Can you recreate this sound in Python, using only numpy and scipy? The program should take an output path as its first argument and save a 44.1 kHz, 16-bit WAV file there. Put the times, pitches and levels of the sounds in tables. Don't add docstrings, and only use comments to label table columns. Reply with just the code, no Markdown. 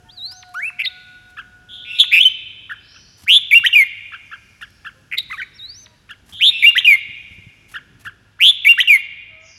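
import sys
import numpy as np
from scipy import signal
from scipy.fft import rfft, irfft, next_fast_len
from scipy.io import wavfile
from scipy.ndimage import uniform_filter1d, minimum_filter1d, map_coordinates

SR = 44100
rng = np.random.default_rng(int(sys.argv[2]) if len(sys.argv) > 2 else 0)


def volts_from_decibels(level):
    exponent = np.asarray(level, float) / 20
    return 10 ** exponent


def unload_audio(sound):
    columns = np.transpose(np.atleast_2d(sound))
    steps = np.round(np.clip(columns, -1, 1) * 32767)
    wavfile.write(sys.argv[1], SR, steps.astype(np.int16))


N = 422478


def unit(x):
    return x / np.sqrt(np.mean(x ** 2) + 1e-20)


def along(points, hz):
    f, v = np.transpose(points)
    return np.interp(np.log(hz + 1), np.log(f + 1), v)


def wobble(count, rate_hz):
    points = rng.standard_normal(int(count * rate_hz / SR) + 4)
    return map_coordinates(points, [np.arange(count) * rate_hz / SR])


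def coloured(x, points):
    m = next_fast_len(len(x) + 8192)
    gain = volts_from_decibels(along(points, np.fft.rfftfreq(m, 1 / SR)))
    return irfft(rfft(x, m) * gain, m)[:len(x)]


def add(track, s, sound):
    part = track[round(s * SR):][:len(sound)]
    part += sound[:len(part)]


# (frequency [Hz], relative level [dB])
TOWN_COLOUR = [(12, -35), (20, 2), (107, -0.5), (554, -20), (1180, -22.5), (1690, -16), (2060, -26),
               (2720, -20.5), (4250, -30.5), (5030, -30), (8080, -39.5), (10800, -46), (12600, -51.5),
               (15800, -46)]
# (time [s], level [dB])
RUMBLE_SWELL = [(0.0, -56), (0.4, -60.5), (1.15, -57.5), (2.11, -58), (3.07, -55), (3.28, -61),
                (5.12, -57.5), (8.3, -57.5), (8.7, -61), (9.58, -62)]
# (time [s], relative level [dB])
HISS_SWELL = [(0, 5.5), (1.2, 4.5), (2.7, 0), (4.5, 6), (6., 2), (7.5, 3.5), (9.58, -7.5)]


def town():
    hz, t, z = signal.stft(rng.standard_normal(N), SR, nperseg=1024)
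    patches = rng.standard_normal(z.shape)
    patches = unit(uniform_filter1d(uniform_filter1d(patches, 5, 0), 6, 1))
    s, rumble_db = np.transpose(RUMBLE_SWELL)
    low = np.clip(2 - hz / 400, 0, 1)[:, None]
    high = np.clip(hz / 2500 - 1.5, 0, 1)[:, None]
    gusts = 1.2 * wobble(N, rate_hz=3)[np.minimum(np.round(t * SR).astype(int), N - 1)]
    rumble = np.interp(t, s, rumble_db - rumble_db.mean()) + gusts
    swell = low * rumble + high * np.interp(t, *np.transpose(HISS_SWELL))
    noise = signal.istft(z * volts_from_decibels(0.88 * patches + swell), SR, nperseg=1024)[1][:N]
    return volts_from_decibels(-52.5) * unit(coloured(noise, TOWN_COLOUR))


# (time [s], pitch [Hz], rms level [dB], octave rms level [dB])
WHINE_GLIDE = [(0, 721, -63, -60.5), (.24, 729, -59, -72), (0.301, 746, -58.5, -55.5),
               (.55, 719, -45.5, -54.5), (.66, 708, -61, -58), (.85, 729, -59.5, -63), (.92, 732, -61, -47),
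               (2.07, 729, -72, -51.5), (2.15, 744, -91, -66.5)]


def whine():
    s, hz, db, octave_db = np.transpose(WHINE_GLIDE)
    t = np.arange(0, s[-1], 1 / SR)
    phase = 2 * np.pi * np.cumsum(np.interp(t, s, hz)) / SR
    low = volts_from_decibels(np.interp(t, s, db) + 2.5 * wobble(len(t), rate_hz=18)) * np.sin(phase)
    high = volts_from_decibels(np.interp(t, s, octave_db) + 2.6 * wobble(len(t), rate_hz=36)) * np.sin(2 * phase)
    return np.sqrt(2) * np.pad(low + high, (0, N - len(t)))


# (centre pitch [Hz], centre rms level [dB], level waver [dB])
HUM_TONE = (100.5, -62, 4)


def hum():
    hz, db, waver_db = HUM_TONE
    phase = 2 * np.pi * np.cumsum(hz * (1 + 0.018 * wobble(N, rate_hz=14))) / SR
    return np.sqrt(2) * volts_from_decibels(db + waver_db * wobble(N, rate_hz=4)) * np.sin(phase)


# (time [s], length [s], centre pitch [Hz], level before waver [dB])
FAR_HOOTS = [(0.038, 0.074, 903, -49.5), (4.94, 0.11, 516, -59), (5.797, 0.22, 962, -60.5),
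             (5.81, 0.16, 619, -62), (6.438, 0.13, 946, -61), (8.999, 0.13, 623, -63.5),
             (9.274, 0.27, 644.6, -53.5)]


def hoots():
    out = np.zeros(N)
    for s, length, hz, db in FAR_HOOTS:
        count = round(length * SR)
        phase = 2 * np.pi * np.cumsum(hz * (1 + .01 * wobble(count, rate_hz=15))) / SR
        level = volts_from_decibels(db + 2.8 * wobble(count, rate_hz=41)) * np.hanning(count) ** .5
        add(out, s, level * (np.sin(phase) + .5 * np.sin(2 * phase)))
    return out


# (overtone frequency [Hz], relative level [dB])
THROAT = [(2000, 6.5), (2800, -11), (3300, -16.5), (3800, -26), (4600, -31.5), (6000, -32), (8000, -36.5)]
# (multiple of the pitch, level before effort and flutter [dB])
ROUGH_PARTIALS = [(.5, -50.5), (1.5, -54.5), (2.5, -53.5), (3, -44.5), (3.5, -57.5), (4, -52.5), (4.5, -52),
                  (5, -39), (5.5, -55.5), (6, -36)]
# (frequency [Hz], relative level [dB])
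BEAK_AIR = [(500, -39), (2500, -1.5), (7000, 0.5), (9000, -4.5), (11000, 0.5), (14000, -1)]
# (time [s], gain [dB])
HEAD_TURN = [(.6, -1), (2, -2), (3.3, 2.5), (3.7, -1.5), (5.2, 0), (6.4, -1), (6.8, -3), (8.4, 3.5),
             (8.9, 0.5)]


def syrinx(rows, trill=(190, .1, 0, 0), close_db=-32., throat_db=0., slope_db=6.5,
           uneven=.06, rasp_db=-21.0, breath_db=-44.0):
    rows = np.array(rows, float)
    s, hz, db = rows.T[:3]
    end, faint = s[-1], min(db[-1], db.max() + close_db)
    t = np.arange(s[0] - .003, end + .012, 1 / SR)
    knots = np.r_[t[0], s, end + .002, end + .008, end + .012]
    pitch = np.interp(t, knots, np.r_[hz[0], hz, .8 * hz[-1], 1050, 850])
    pitch = uniform_filter1d(pitch, size=50)
    level_db = np.interp(t, knots, np.r_[db[0] - 20, db, faint, faint - 5, faint - 24])
    level = volts_from_decibels(uniform_filter1d(level_db, size=50))
    depth = np.interp(t, s, np.clip(rows[:, 3], 0, 1)) if rows.shape[1] > 3 else 0 * t
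    trill_hz, swing, *twice = trill
    twice = np.clip(np.interp(t, s[[0, -1]], twice), 0, 1)
    swings = np.cumsum(trill_hz * (1 + uneven * wobble(len(t), rate_hz=60))) / SR
    beat = 2 * np.pi * (swings + rng.random())
    level = level * (1 + depth * ((1 - twice) * np.cos(beat + 2.0) + twice * np.cos(2 * beat + 1.8)))
    level = level * (1 + depth * volts_from_decibels(rasp_db) * wobble(len(t), rate_hz=1500))
    jitter = 0.0085 * wobble(len(t), rate_hz=310)
    phase = 2 * np.pi * np.cumsum(pitch * (1 + swing * depth * np.cos(beat) + jitter)) / SR
    tone = np.sin(phase)
    for k in range(2, 5):
        overtone_db = along(THROAT, k * pitch) + throat_db - slope_db * (k - 2.5)
        tone += volts_from_decibels(overtone_db) * np.sin(k * phase)
    effort = np.clip(level / .35, 0, 1) ** .8 * volts_from_decibels(np.interp(s[0], *np.transpose(HEAD_TURN)))
    for k, part_db in ROUGH_PARTIALS:
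        flutter = 1.3 + (.5 + 0.55 * depth) * wobble(len(t), rate_hz=470)
        tone += volts_from_decibels(part_db) * effort * flutter * np.sin(k * phase) * (k * pitch < SR / 2)
    breath = coloured(rng.standard_normal(len(t)), BEAK_AIR)
    tone += volts_from_decibels(breath_db + 9 * depth) * effort * breath
    return t[0], np.sqrt(2) * level * tone


def sing(track, shape, s=0, db=0, factor=1, stretch=1, depth=1, **voice):
    shape = np.array(shape, float)
    width = shape.shape[1]
    rows = shape * [stretch, factor, 1, depth][:width] + [s, 0, db, 0][:width]
    add(track, *syrinx(rows, **voice))


# (time [s], pitch [Hz], level [dB])
SOFT_SWOOPS = [
    [(0.088, 3130, -53.5), (0.098, 3290, -41.5), (0.12, 4575, -54), (0.134, 4810, -49), (0.16, 4567, -57),
     (0.18, 4018, -35), (0.2, 3783, -37), (0.22, 3793, -33), (0.26, 4203, -26.5), (0.278, 4416, -36.5),
     (0.324, 4960, -38), (0.344, 5725, -52.5), (0.374, 6285, -48), (0.404, 6195, -48), (0.424, 5695, -58)],
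    [(5.535, 4920, -63.5), (5.551, 5546, -54.5), (5.569, 5555, -49), (5.581, 4775, -57.5),
     (5.597, 3803, -37), (5.607, 3640, -38), (5.657, 4020, -32.5), (5.677, 4176, -47.5),
     (5.699, 4534, -33.5), (5.737, 4840, -46), (5.751, 5400, -44.5), (5.781, 6080, -44.5),
     (5.831, 6200, -49), (5.845, 5860, -47), (5.858, 4490, -65.5)],
]
SOFT_GLIDE = [(0.54, 1120, -53), (0.546, 1120, -31), (0.556, 1380, -28), (0.592, 1544, -24),
              (0.618, 2080, -31.5), (0.632, 2247, -21.5), (0.664, 2612, -23.5), (0.686, 2692, -24),
              (0.697, 2530, -30)]
SOFT_WARBLE = [(5.3, 953, -48.5), (5.31, 1172, -34), (5.313, 2040, -27), (5.326, 2105, -25),
               (5.33, 1320, -30), (5.345, 1161, -32.5), (5.362, 1046, -55), (5.385, 1884, -28.5),
               (5.396, 1912, -28), (5.401, 1555, -25.5), (5.414, 1467, -30), (5.419, 2408, -22.5),
               (5.426, 1810, -28), (5.432, 2365, -25), (5.439, 1830, -41)]
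# (time after the end [s], pitch [Hz], level [dB])
SWOOP_FLICK = (.003, 4000, -37.5)


def soft_whistles(out):
    for shape in SOFT_SWOOPS:
        flick = (shape[-1][0] + SWOOP_FLICK[0], *SWOOP_FLICK[1:])
        sing(out, shape + [flick], close_db=-13, throat_db=-3.0)
    sing(out, SOFT_GLIDE, close_db=-14.5, throat_db=-9, slope_db=-7, breath_db=-30)
    sing(out, SOFT_WARBLE, close_db=-49.0, throat_db=0.5)


# (time [s], level offset [dB], pitch factor, length factor, trill depth factor)
LOW_RATTLE = [(0, 2354, -35, 0.92), (.008, 2360, -22, .7), (.022, 2450, -23, .7), (.033, 2480, -21.5, .7),
              (.043, 2347, -37.5, .8)]
RATTLE_TIMES = [(.788, 1.5, 1.02, .98, .9), (5.115, -2.4, 0.96, 1.03, 1.1)]
UP_HOOK = [(0, 2137, -31), (.021, 2018, -26.5), (.026, 3562, -22), (.032, 3790, -25.5), (.042, 3850, -21.5),
           (.051, 3470, -43)]
HOOK_TIMES = [(.835, 3, .99, 1.02, 0), (5.17, -1, 1.01, 0.88, 0)]
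HARSH_SQUEAK = [(0, 3885, -37.5, 0.72), (.011, 4078, -18, 0.9), (.017, 4040, -23, .55)]
SQUEAK_TIMES = [(.843, -4, 1.03, .98, .9), (5.174, 3, .95, 1.04, .9)]


def scold(out):
    for row in RATTLE_TIMES:
        sing(out, LOW_RATTLE, *row, trill=(120, .15, .35, .25), close_db=-40, throat_db=-8,
             uneven=.15, rasp_db=-6, breath_db=-34)
    for row in HOOK_TIMES:
        sing(out, UP_HOOK, *row, close_db=-42, throat_db=-14)
    for row in SQUEAK_TIMES:
        sing(out, HARSH_SQUEAK, *row, trill=(330, .06, 0, 0), close_db=-40, rasp_db=-8, breath_db=-30)


# (time from start [s], pitch [Hz], relative level [dB], trill depth [0-1])
CHIP_SHAPE = [(-0.006, 1198, -15.5, 0.4), (-0.003, 1499, -7.5, 0.6), (-0.001, 1827, -6, 0.5),
              (0.007, 1850, -3, .25), (0.009, 1519, -4, 0.4), (0.014, 1363, -1.06, 0),
              (0.021, 1760, -0.2, .25), (0.035, 1531, -12.5, 0), (0.037, 1465, -9, 0)]
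# (time [s], level offset [dB], pitch factor, length factor, throat overtone gain [dB])
CHIP_TIMES = [(1.3757, -29, 0.94, 1.05, 1), (2.7012, -25, 1, 1.05, -4), (2.9503, -48.5, 0.93, 1.05, 9.5),
              (4.126, -31, 0.94, 1.05, 3), (4.3193, -30, 0.95, 1.05, -0.5), (4.6173, -31, 1, 0.85, 6.5),
              (4.8542, -28.5, 0.96, 1.05, 1), (6.098, -34.5, 0.98, 0.96, 8), (7.7464, -26, 1, 1.05, 3),
              (8.0573, -27.5, 0.97, 1.05, -1.5)]


def chips(out):
    for s, db, factor, stretch, throat_db in CHIP_TIMES:
        sing(out, CHIP_SHAPE, s, db, factor, stretch, depth=.6, rasp_db=-10,
             throat_db=throat_db, close_db=-26.5, breath_db=-30)


# (time [s], pitch [Hz], level [dB], trill depth [0-1])
BUZZ_NOTE = [(1.988, 3640, -18, 0.24), (1.997, 3520, -16, 0.32), (2.001, 3497, 3, 0.23),
             (2.027, 3446, -17.5, 0.1), (2.034, 3245, -11.5, 0.1)]
CHURR_NOTE = [(2.112, 2085, -35.5, .7), (2.12, 2219, -18, .8), (2.139, 2553, -6.5, 0.46),
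              (2.163, 2499, -12, 1), (2.189, 2604, -8.5, 0.56), (2.2, 2713, -18.5, 0.55)]
PIPE_NOTE = [(2.2, 2860, -15.5, .3), (2.212, 3140, -6, 0.37), (2.224, 3357, -15, .7), (2.24, 3420, -12, .7),
             (2.249, 2985, -19.5, 0.081), (2.256, 3077, -4.5, 0.0083), (2.266, 3064, -4.5, .01),
             (2.284, 3070, -15.5, .01), (2.288, 3170, -25, 0.0088)]


def single_call(out):
    sing(out, BUZZ_NOTE, trill=(278.5, 0.38, -5.5, -1.7), close_db=-34.0)
    sing(out, CHURR_NOTE, trill=(110, 0.088, 1.8, 2.0), close_db=-45.5, uneven=0.24,
         throat_db=-2.5, rasp_db=-16.5)
    sing(out, PIPE_NOTE, trill=(57, 0.063, 0.37, 0.46), close_db=-44, uneven=0.14, throat_db=-6)


# (time [s], level offset [dB], pitch factor, length factor, trill depth factor)
RISING_TRILL = [(0, 1440, -41, .8), (.008, 2000, -36, .84), (.014, 2250, -19, .7), (.022, 2500, -14, .85),
                (.031, 2850, -10.5, .9), (.047, 3130, -9.5, .9), (.07, 3400, -8.5, .9), (.09, 3510, -8, .6),
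                (.104, 3560, -7.5, .25), (.114, 3570, -14, .3)]
RISE_TIMES = [(3.266, 0.56, 0.98, 1.012, 0.71), (6.397, -1, 1.03, 0.94, 0.61),
              (8.392, 0.94, 0.98, 1.04, 0.76)]
STEP_WHISTLE = [(0, 2798, -30, .5), (.004, 2554, -10.5, .5), (.007, 2211, -14.5, .5),
                (.015, 2135, -13.5, .3), (.026, 2303, -4, .05), (.036, 2294, -6.5, .05),
                (.039, 2730, -13.5, .02), (.048, 2746, -1.5, .01), (.073, 2785, -6, .01),
                (.083, 2728, -20, .01)]
STEP_TIMES = [(3.509, 0.065, 1.003, .99, .6), (6.622, .1, 1.01, 1.01, .9),
              (8.646, -0.39, 1.005, 1.01, 0.87)]
BREAKING_LEAP = [(0, 1307, -32), (.006, 1555, -18.5), (.018, 2002, -9), (.025, 1813, -16.5),
                 (.027, 2788, -4), (.03, 3328, -14), (.035, 3030, -6.5), (.038, 3150, -9.5),
                 (.04, 3865, -20), (.05, 3230, -21)]
LEAP_TIMES = [(3.636, -0.4, .995, .98, 0), (6.752, -1, 1.01, 1.02, 0), (8.776, -0.46, 1.005, 1.01, 0)]
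FALLING_WARBLE = [(0, 2877, -31, 0.13), (.003, 3170, -11.5, .1), (.006, 2697, -13, .1),
                  (.012, 2852, -10, 0.25), (.022, 2826, -11, .1), (.025, 2314, -12.5, .05),
                  (.033, 2500, -4.5, .05), (.05, 2381, -7, 0.11), (.09, 2120, -8, .55),
                  (.11, 2088, -18.5, .7)]
FALL_TIMES = [(3.727, -0.25, 1, 1.01, 0.56), (6.845, 0.35, 1.007, 1.02, .9),
              (8.873, -0.0085, .995, 0.91, 0.64)]


def song(out):
    for row in RISE_TIMES:
        sing(out, RISING_TRILL, *row, trill=(184, .095, -.9, 1.7), close_db=-35.5, throat_db=-4,
             uneven=.04, breath_db=-47)
    for row in STEP_TIMES:
        sing(out, STEP_WHISTLE, *row, trill=(180, 0.1459, -2.5, 6.5), close_db=-36, throat_db=-12)
    for row in LEAP_TIMES:
        sing(out, BREAKING_LEAP, *row, close_db=-33, throat_db=.5, slope_db=6)
    for row in FALL_TIMES:
        sing(out, FALLING_WARBLE, *row, trill=(100, 0.017, .01, .05), close_db=-40, throat_db=-9)


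def bulbul():
    out = np.zeros(N)
    soft_whistles(out)
    scold(out)
    chips(out)
    single_call(out)
    song(out)
    return out


# (time [s], length [s], relative level [dB])
RUSTLE_PUFFS = [(0.261, 0.0075, -49), (0.307, 0.026, -51.5), (.488, .01, -57.5), (0.536, .02, -49.5),
                (1.897, 0.083, -59), (3.168, 0.086, -55), (4.609, 0.029, -50), (4.702, .006, -58),
                (5.756, 0.11, -64.5), (6.25, 0.12, -53), (7.671, 0.11, -55), (7.991, 0.044, -54),
                (8.036, .05, -52.5), (2.691, 0.044, -64.5), (4.845, 0.045, -60.5), (6.093, 0.031, -58),
                (1.363, 0.036, -63.5), (5.281, 0.12, -56.5), (1.286, .035, -63.5), (3.231, 0.021, -58),
                (7.309, 0.058, -63.5), (7.723, 0.0043, -53)]
# (frequency [Hz], relative level [dB])
FEATHER_COLOUR = [(300, -120), (600, 9), (3000, 7), (8000, 3), (15000, -6.5)]


def rustle():
    gate = np.zeros(N)
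    for s, length, db in RUSTLE_PUFFS:
        add(gate, s, volts_from_decibels(db) * np.hanning(round(length * SR) + 2) ** 0.53)
    grain = volts_from_decibels(3.5 * wobble(N, rate_hz=180))
    return gate * grain * unit(coloured(rng.standard_normal(N), FEATHER_COLOUR))


# (time [s], centre pitch [Hz], peak level before mixing [dB])
FAR_CHIRRS = [
    [(.325, 3680, -63), (.342, 3540, -57), (.36, 3420, -72)],
    [(2.8, 4310, -59.5), (2.88, 4654, -51.5), (2.95, 5084, -54), (3.2, 5200, -63.5)],
    [(4.22, 5690, -69), (4.5, 4987, -71), (4.75, 4770, -65.5), (4.9, 4680, -107)],
    [(7.12, 5498, -73), (7.4, 5890, -78), (7.9, 5980, -79.5)],
    [(9.4, 6100, -65.5), (9.46, 5810, -51.5), (9.58, 5360, -56)],
]


def chirr():
    out = np.zeros(N)
    for rows in FAR_CHIRRS:
        s, hz, db = np.transpose(rows)
        t = np.arange(s[0], s[-1], 1 / SR)
        pitch = np.interp(t, s, hz) * (1 + .16 * np.sin(2 * wobble(len(t), rate_hz=160)))
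        add(out, s[0], volts_from_decibels(np.interp(t, s, db)) * np.sin(2 * np.pi * np.cumsum(pitch) / SR))
    return out


# (time from start [s], pitch [Hz], relative level [dB], trill depth [0-1])
REPLY_PHRASE = [
    [(0, 3389, -41, 0.4), (.05, 3429, -32.5, .5), (.11, 3570, -50.5, 0.2)],
    [(.16, 2567, -39.5, 0.8), (.23, 2706, -25, .2), (.25, 2600, -34.5, .2)],
    [(.26, 3530, -28, 0.3), (.29, 3655, -32, 0.5)],
]
# (time [s], level offset [dB])
REPLY_TIMES = [(1.69, -6.5), (6.325, -4)]


def neighbour():
    out = np.zeros(N)
    for start, db in REPLY_TIMES:
        for rows in REPLY_PHRASE:
            note = np.add(rows, [start, 0, db, 0])
            add(out, *syrinx(note, trill=(190, .16, .2, .3), rasp_db=-14, close_db=-40, breath_db=-60))
    return out


# (time [s], relative level [dB])
PERCH_THUDS = [(3.237, -37.5), (3.599, -38), (5.3, -46), (6.33, -40.5), (7.088, -38.5), (7.31, -36.5),
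               (7.383, -36), (7.467, -35.5), (7.74, -46), (7.951, -40.5), (8.062, -39)]
# (nominal frequency [Hz], relative level [dB], t60 [s])
WOOD_MODES = [(105, 8.5, 0.067), (176, 6, .045), (280, -1.5, .035)]


def perch():
    out, t = np.zeros(N), np.arange(SR // 10) / SR
    for s, db in PERCH_THUDS:
        ring = np.zeros(len(t))
        for hz, level, t60 in WOOD_MODES:
            ring += volts_from_decibels(level - 60 * t / t60) * np.sin(2 * np.pi * hz * rng.uniform(.85, 1.15) * t)
        add(out, s, volts_from_decibels(db) * (1 - np.exp(-t / .004)) * ring)
    return out


# (delay [s], level before colouring [dB])
WALL_ECHOES = [(.004, -24), (.009, -17), (.017, -20), (.045, -23.5)]
# (frequency [Hz], gain [dB])
WALL_COLOUR = [(3000, 0.5), (4500, -3.5), (8000, -3), (11000, 0), (15000, -2)]


def walls(x):
    copies = sum(volts_from_decibels(db) * np.pad(x, (round(s * SR), 0))[:N] for s, db in WALL_ECHOES)
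    return x + coloured(copies, WALL_COLOUR)


# (frequency [Hz], t60 [s])
TAIL_DECAY = [(1000, 1.2), (2300, 1.53), (3500, 1.34), (6000, 0.68), (8500, 0.14), (11000, 0.11),
              (15000, 0.09)]
# (frequency [Hz], gain [dB])
ROOF_COLOUR = [(800, 1), (1600, -3), (3000, -1), (4300, 3.5), (7000, 3.5), (11000, 14), (15000, 3.5)]


def terrace(x, onset=0.012):
    hz, t, z = signal.stft(rng.standard_normal(2 * SR), SR, nperseg=256)
    decay = volts_from_decibels(-60 * t / along(TAIL_DECAY, hz)[:, None])
    tail = signal.istft(z * decay * (1 - np.exp(-t / onset)), SR, nperseg=256)[1]
    tail = tail / np.linalg.norm(tail[:SR])
    return coloured(signal.fftconvolve(x, tail)[:N], ROOF_COLOUR)


def scene():
    near = bulbul() + rustle()
    other = coloured(neighbour(), WALL_COLOUR)
    far = chirr()
    tail = terrace(volts_from_decibels(-24) * near + volts_from_decibels(3) * other + volts_from_decibels(-1.5) * far)
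    birds = walls(near) + volts_from_decibels(3.5) * other + volts_from_decibels(-3.5) * far + tail
    return (birds + whine() + hum() + hoots() + perch() + town())[None]


def band_limit(x):
    return signal.sosfilt(signal.butter(12, 15940, fs=SR, output="sos"), x)


# (frequency [Hz], gain [dB])
MIC_COLOUR = [(18, -31.5), (42, -3.5), (4000, 1), (7000, 2.5), (9200, 2), (11000, 11.5), (12800, 5),
              (14500, -4), (16000, -2.5)]


def record(dry):
    x, top = coloured(dry[0], MIC_COLOUR), .9
    gain = minimum_filter1d(top / np.maximum(np.abs(x), top), size=45)
    mix = (x * uniform_filter1d(gain, size=23))[None]
    return band_limit(mix)


dry = scene()
out = record(dry)
unload_audio(out)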